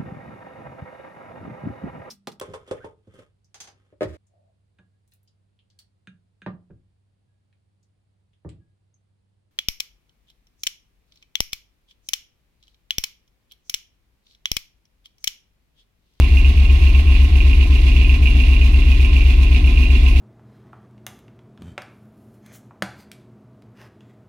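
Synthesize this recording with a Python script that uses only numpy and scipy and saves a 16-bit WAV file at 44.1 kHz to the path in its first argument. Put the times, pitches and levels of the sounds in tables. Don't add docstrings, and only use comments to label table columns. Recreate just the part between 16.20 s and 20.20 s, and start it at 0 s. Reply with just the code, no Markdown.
import sys
import numpy as np
from scipy import signal
from scipy.fft import rfft, irfft
from scipy.io import wavfile
from scipy.ndimage import uniform_filter1d, minimum_filter1d

SR = 44100
rng = np.random.default_rng(int(sys.argv[2]) if len(sys.argv) > 2 else 0)


def transcribe(u):
    v = np.clip(np.atleast_2d(u).T, -1, 1)
    q = np.round(v * 32767).astype(np.int16)
    wavfile.write(sys.argv[1], SR, q)


N = 176400
T = np.arange(N) / SR


def from_db(db):
    return 10 ** (np.asarray(db) / 20)


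def unit_rms(x):
    return x / np.sqrt(np.mean(x ** 2) + 1e-20)


def at_hz(points, hz):
    frequencies, values = np.transpose(points)
    return np.interp(np.log(hz + 1), np.log(frequencies), values)


def bell(centre_s, width_s):
    return np.exp(-.5 * ((T - centre_s) / width_s) ** 2)


def drift(rate_hz, step=40, settle=2000):
    pole = np.exp(-2 * np.pi * rate_hz * step / SR)
    noise = rng.standard_normal(N // step + settle + 2)
    slow = signal.lfilter([1], [1, -2 * pole, pole * pole], noise)[settle:]
    return np.interp(np.arange(N) / step, np.arange(len(slow)), unit_rms(slow))


def resonate(force, modes):
    response = 0
    for k, (hz, width_hz, db) in enumerate(modes):
        radius = np.exp(-np.pi * width_hz / SR)
        feedback = [1, -2 * radius * np.cos(2 * np.pi * hz / SR), radius ** 2]
        gain = (-1) ** k * from_db(db) * (1 - radius ** 2) / 2
        response += gain * signal.lfilter([1, 0, -1], feedback, force + 1e-18)
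    return response


def impulses(times, sizes):
    train = np.zeros(N + SR)
    at = np.round((np.ravel(times) + 1) * SR).astype(int)
    inside = (at >= 0) & (at < N + SR)
    np.add.at(train, at[inside], np.ravel(sizes)[inside])
    return train


# time_s, speed_rpm
ENGINE_SPEED = [(0, 937), (.25, 958), (.68, 962), (.9, 951), (1.2, 953), (1.5, 932), (1.7, 922), (1.9, 933),
                (2.1, 916), (2.3, 932), (2.6, 934), (3.25, 930), (3.48, 919), (3.7, 930), (4, 932)]

def crankshaft():
    rpm = np.interp(T, *np.transpose(ENGINE_SPEED))
    return rpm, np.cumsum(rpm) / (120 * SR)


def cycle_times(cycle, phases):
    cycle_hz = ENGINE_SPEED[0][1] / 120
    wanted = np.arange(-7, 33)[:, None] + np.asarray(phases)
    return np.interp(wanted, np.r_[-cycle_hz, cycle, cycle[-1] + cycle_hz], np.r_[-1, T, T[-1] + 1])


FIRING_PHASES = [.011, .125, .258, .353, .51, .667, .766, .885]
# pulse_db, lope_db
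CYLINDERS = [(-6, 3.5), (1.05, 3.5), (0.54, 4), (-3.5, 5.5), (2, 2.5), (-7.5, 1.5), (2, 0.5), (1.5, 0.5)]
# start_s, relative_level_db
MISFIRES = [(.065, -4.5), (.316, -1.5), (0.567, -5.5), (.816, 1.5), (1.069, -.6), (1.448, -6.4),
            (1.965, -0.2), (2.579, -4), (3.386, -8.2)]
# pitch_hz, bandwidth_hz, gain_db
BOOM_MODES = [(72.9, 6.7, -0.5), (35.2, 12.7, -9)]

def exhaust(cycle, level_db=-9.5, scatter_db=0.7, muffler_hz=57.9, rebound_s=0.044, rebound_db=-5):
    times = cycle_times(cycle, FIRING_PHASES)
    sizes = from_db(np.array(CYLINDERS)[:, 0] + scatter_db * rng.standard_normal(times.shape))
    misfire_s, misfire_db = np.transpose(MISFIRES)
    suction = impulses(misfire_s, from_db(misfire_db))
    rebound = impulses(misfire_s + rebound_s, from_db(misfire_db + rebound_db))
    ringing = resonate(impulses(times, sizes) - suction + rebound, BOOM_MODES)
    muffler = signal.butter(4, muffler_hz, fs=SR, output="sos")
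    return from_db(level_db) * unit_rms(signal.sosfilt(muffler, ringing)[SR:])


# multiple_of_cycle_rate, relative_level_db
BLOCK_ORDERS = [(11, -48.5), (13, -41), (15, -48.5), (16, -35.5), (17, -45), (18, -44.5), (19, -44.5),
                (20, -54), (22, -46), (27, -53), (29, -54.5), (30, -46.5), (32, -40.5), (33, -40.5),
                (36, -56), (38, -40.5), (39, -45.5), (40, -58), (46, -51.5), (48, -46.5), (53, -53.5)]

def block_hum(cycle, rpm, gain_db=0.5, waver=0.18, idle_rpm=932, db_per_rpm=-0.1466):
    hum = 0
    for order, db in BLOCK_ORDERS:
        angle = 2 * np.pi * (order * cycle + rng.random())
        partial = (1 + waver * drift(6.8)) * np.cos(angle) + waver * drift(4.0) * np.sin(angle)
        hum += from_db(db + gain_db) * np.sqrt(2) * partial
    return hum * from_db(db_per_rpm * (rpm - idle_rpm))


# frequency_hz, left_minus_right_db
CABIN_BALANCE = [(100, -10.5), (250, -0.5), (380, 3), (550, 2.5), (720, 0), (1030, 0), (1500, -1.5),
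                 (2100, -6), (2700, -7.5), (3200, -13.5), (4000, -10), (5000, -4), (6500, -0.5), (8000, 1),
                 (10000, 8.5), (15000, 4)]
# frequency_hz, correlation
CABIN_CORRELATION = [(100, 0.72), (300, 1), (550, 0.28), (750, 0.06), (1100, 0), (2500, 0), (4000, 0),
                     (12000, 0)]

def cabin_noise(spectrum):
    hz = np.fft.rfftfreq(N, 1 / SR)
    mid, side = rfft(rng.standard_normal((2, N)))
    sides = np.array([[1], [-1]])
    correlation, balance_db = at_hz(CABIN_CORRELATION, hz), at_hz(CABIN_BALANCE, hz)
    pair = np.sqrt(1 + correlation) * mid + sides * np.sqrt(1 - correlation) * side
    constant_power_pan = from_db(sides * balance_db / 2) / np.sqrt(np.cosh(balance_db * np.log(10) / 10))
    return unit_rms(irfft(from_db(at_hz(spectrum, hz)) * constant_power_pan * pair, N))


# frequency_hz, relative_density_db
WHIRR_SPECTRUM = [(20, 3), (90, 2.5), (140, -0.5), (180, -2), (230, 1), (295, -4), (325, -3.5), (365, -2),
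                  (390, -12.5), (412, -6), (480, -17.5), (560, -21), (630, -11.5), (670, -14.5),
                  (718, -10.5), (780, -16), (815, -20.5), (900, -19.5), (990, -16.5), (1030, -11.5),
                  (1100, -12.5), (1190, -23.5), (1700, -23), (2300, -19), (4000, -64)]

def engine_whirr(lope_db, puffs, base_db=-34, lope_share=0.54, puff_db=1.5):
    return cabin_noise(WHIRR_SPECTRUM) * from_db(base_db + lope_share * lope_db + puff_db * puffs)


# frequency_hz, relative_density_db
INTAKE_SPECTRUM = [(2000, -24), (4000, 5), (6000, 5.5), (7500, -3.5), (8700, -0.5), (9900, 4.5), (12000, 0),
                   (15500, -8.5)]

def intake_hiss(lope_db, puffs, dip_db, base_db=-50.5, puff_db=0.5, flicker_db=1.44):
    noise = cabin_noise(INTAKE_SPECTRUM)
    return noise * from_db(base_db + lope_db + puff_db * puffs + flicker_db * drift(19) + dip_db)


# frequency_hz, relative_density_db
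VALVE_SPECTRUM = [(1000, -26.5), (1700, -14.5), (2100, 2.5), (2700, 2.5), (3000, 2), (3250, 2), (3480, 5),
                  (3690, -4), (3780, 4.5), (3880, -1.5), (4200, -3), (5000, -14), (6200, -22), (8000, -29),
                  (15500, -38)]
# centre_s, gain_db
VALVE_FLARES = [(.96, 5), (1.68, 4), (1.95, 2), (2.331, -2), (3.37, 4.5), (3.768, 0.5)]

def valve_rustle(lope_db, puffs, dip_db, base_db=-36, lope_share=0.5, puff_db=0.8, flicker_db=1.12):
    noise = cabin_noise(VALVE_SPECTRUM)
    cyclic_db = lope_share * lope_db + puff_db * puffs
    flare_db = sum(db * bell(centre_s, width_s=0.016) for centre_s, db in VALVE_FLARES)
    return noise * from_db(base_db + cyclic_db + flicker_db * drift(21) + flare_db + dip_db)


# multiple_of_cycle_rate, relative_level_db
PULLEY_ORDERS = [(93, -58), (133, -53.5), (135, -64.5)]

def pulley_whine(cycle, lope_db, gain_db=-3, lope_share=1.26, flicker_db=4, warble_rad=0.74):
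    whine = 0
    for order, db in PULLEY_ORDERS:
        gain = from_db(db + gain_db + lope_share * lope_db + flicker_db * drift(12))
        whine += gain * np.sqrt(2) * np.sin(2 * np.pi * order * cycle + warble_rad * drift(11))
    return whine


# phase_cycles, relative_level_db
TRIM_CONTACTS = [(.2, -7), (.335, -0.5), (.39, -3.5), (.58, -2), (.955, -1.5)]
# start_s, relative_level_db
TRIM_KNOCKS = [(0.1705, -18), (0.246, -16.5), (0.3732, -23.5), (0.4965, -21.5), (0.6528, -26.5),
               (0.668, -19), (0.7487, -19.5), (0.8584, -26), (0.8714, -23.5), (0.9026, -22),
               (0.9511, -19.5), (1.1551, -21), (1.204, -16), (1.2971, -23), (1.331, -17), (1.4097, -20.5),
               (1.4267, -19.5), (1.7167, -23.5), (1.7643, -17), (1.8122, -18.5), (1.8462, -18),
               (1.8942, -16.5), (1.9412, -20), (2.0233, -23), (2.0569, -16.5), (2.072, -13), (2.188, -23),
               (2.2017, -17.5), (2.235, -20), (2.3642, -20.5), (2.4131, -18.5), (2.588, -29),
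               (2.6203, -21.5), (2.7033, -25), (2.7177, -19), (2.796, -23), (2.8474, -18), (2.9274, -20.5),
               (2.9602, -20), (3.0072, -19), (3.347, -20), (3.3614, -17), (3.442, -22), (3.474, -19),
               (3.559, -24), (3.5729, -18), (3.6548, -20.5), (3.7012, -22.5), (3.7527, -20.5),
               (3.8635, -19.5), (3.8824, -25), (3.96, -21.5)]

def trim_impacts(cycle, lope_db, sag_db, scatter_db=3.5, knock_gain_db=25.5, bounce_s=0.0038,
                 bounce_loss_db=2.5, chatter_per_s=600, chatter_db=-12, lift_s=0.008, lift_db=-6.5):
    times = cycle_times(cycle, np.array(TRIM_CONTACTS)[:, 0])
    scatter = np.clip(rng.standard_normal(times.shape), -2, 1)
    levels_db = np.array(TRIM_CONTACTS)[:, 1] + scatter_db * scatter + np.interp(times, T, sag_db)
    knock_s, knock_db = np.transpose(TRIM_KNOCKS)
    times = np.r_[times.ravel(), knock_s]
    levels_db = np.r_[levels_db.ravel(), knock_db + knock_gain_db]
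    chatter = (rng.random(N) < chatter_per_s / SR) * rng.standard_normal(N)
    chatter *= from_db(chatter_db + 0.75 * lope_db + sag_db + 2 * drift(34))
    bounce = np.arange(3)
    gaps_s = bounce_s * rng.uniform(0.699, 1.3, (len(times), len(bounce)))
    sizes = from_db(levels_db[:, None] - bounce_loss_db * bounce)
    force = impulses(times[:, None] + bounce * gaps_s, sizes)[SR:] + chatter
    for start_s in knock_s:
        force[max(0, int((start_s - lift_s) * SR)):int(start_s * SR) - 1] *= from_db(lift_db)
    return force


# pitch_hz, bandwidth_hz, gain_db
TRIM_MODES = [(2336, 13, 8.5), (2467, 16, 5.5), (2493, 19, 2.5), (2636, 7.2, 2.5), (2730, 20.6, 4.5),
              (2847, 6.7, 7.5)]

def trim_buzz(force, band_hz=(2417, 2880), ring_db=-3, level_db=-32.5):
    band = signal.butter(3, band_hz, "band", fs=SR, output="sos")
    ticks = signal.sosfilt(band, force + 1e-18)
    ring = from_db(ring_db) * unit_rms(resonate(ticks, TRIM_MODES))
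    return from_db(level_db) * unit_rms(unit_rms(ticks) + ring)


def place(sound, left_minus_right_db, right_lag_s):
    gain = from_db(left_minus_right_db / 2)
    return np.array([sound * gain, np.interp(T - right_lag_s, T, sound) / gain])


def scene(sag_gain_db=-11, sag_delay_s=0.018, dip_share=0.12, puff_phase=0.05):
    rpm, cycle = crankshaft()
    sag_db = sag_gain_db * sum(from_db(db) * bell(s + sag_delay_s, width_s=0.021) for s, db in MISFIRES)
    dip_db = dip_share * sag_db
    lope_db = np.interp(cycle, FIRING_PHASES, np.array(CYLINDERS)[:, 1], period=1)
    puffs = 1 - 2 * (len(CYLINDERS) * (cycle - puff_phase) % 1)
    boom = exhaust(cycle) + block_hum(cycle, rpm)
    mix = place(boom, left_minus_right_db=0.87, right_lag_s=0.0002)
    mix += engine_whirr(lope_db, puffs)
    mix += intake_hiss(lope_db, puffs, dip_db)
    mix += valve_rustle(lope_db, puffs, dip_db)
    mix += pulley_whine(cycle, lope_db)
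    buzz = trim_buzz(trim_impacts(cycle, lope_db, sag_db))
    return mix + place(buzz, left_minus_right_db=-11.5, right_lag_s=-0.00007)


def record(dry, ceiling=0.75, window_samples=900, cutoff_hz=15800):
    gain = np.minimum(1, ceiling / (np.abs(dry).max(0) + 1e-9))
    gain = uniform_filter1d(minimum_filter1d(gain, size=window_samples), size=window_samples)
    low_pass = signal.ellip(10, .1, 90, cutoff_hz, fs=SR, output="sos")
    return signal.sosfilt(low_pass, dry * gain)


dry = scene()
out = record(dry)
transcribe(out)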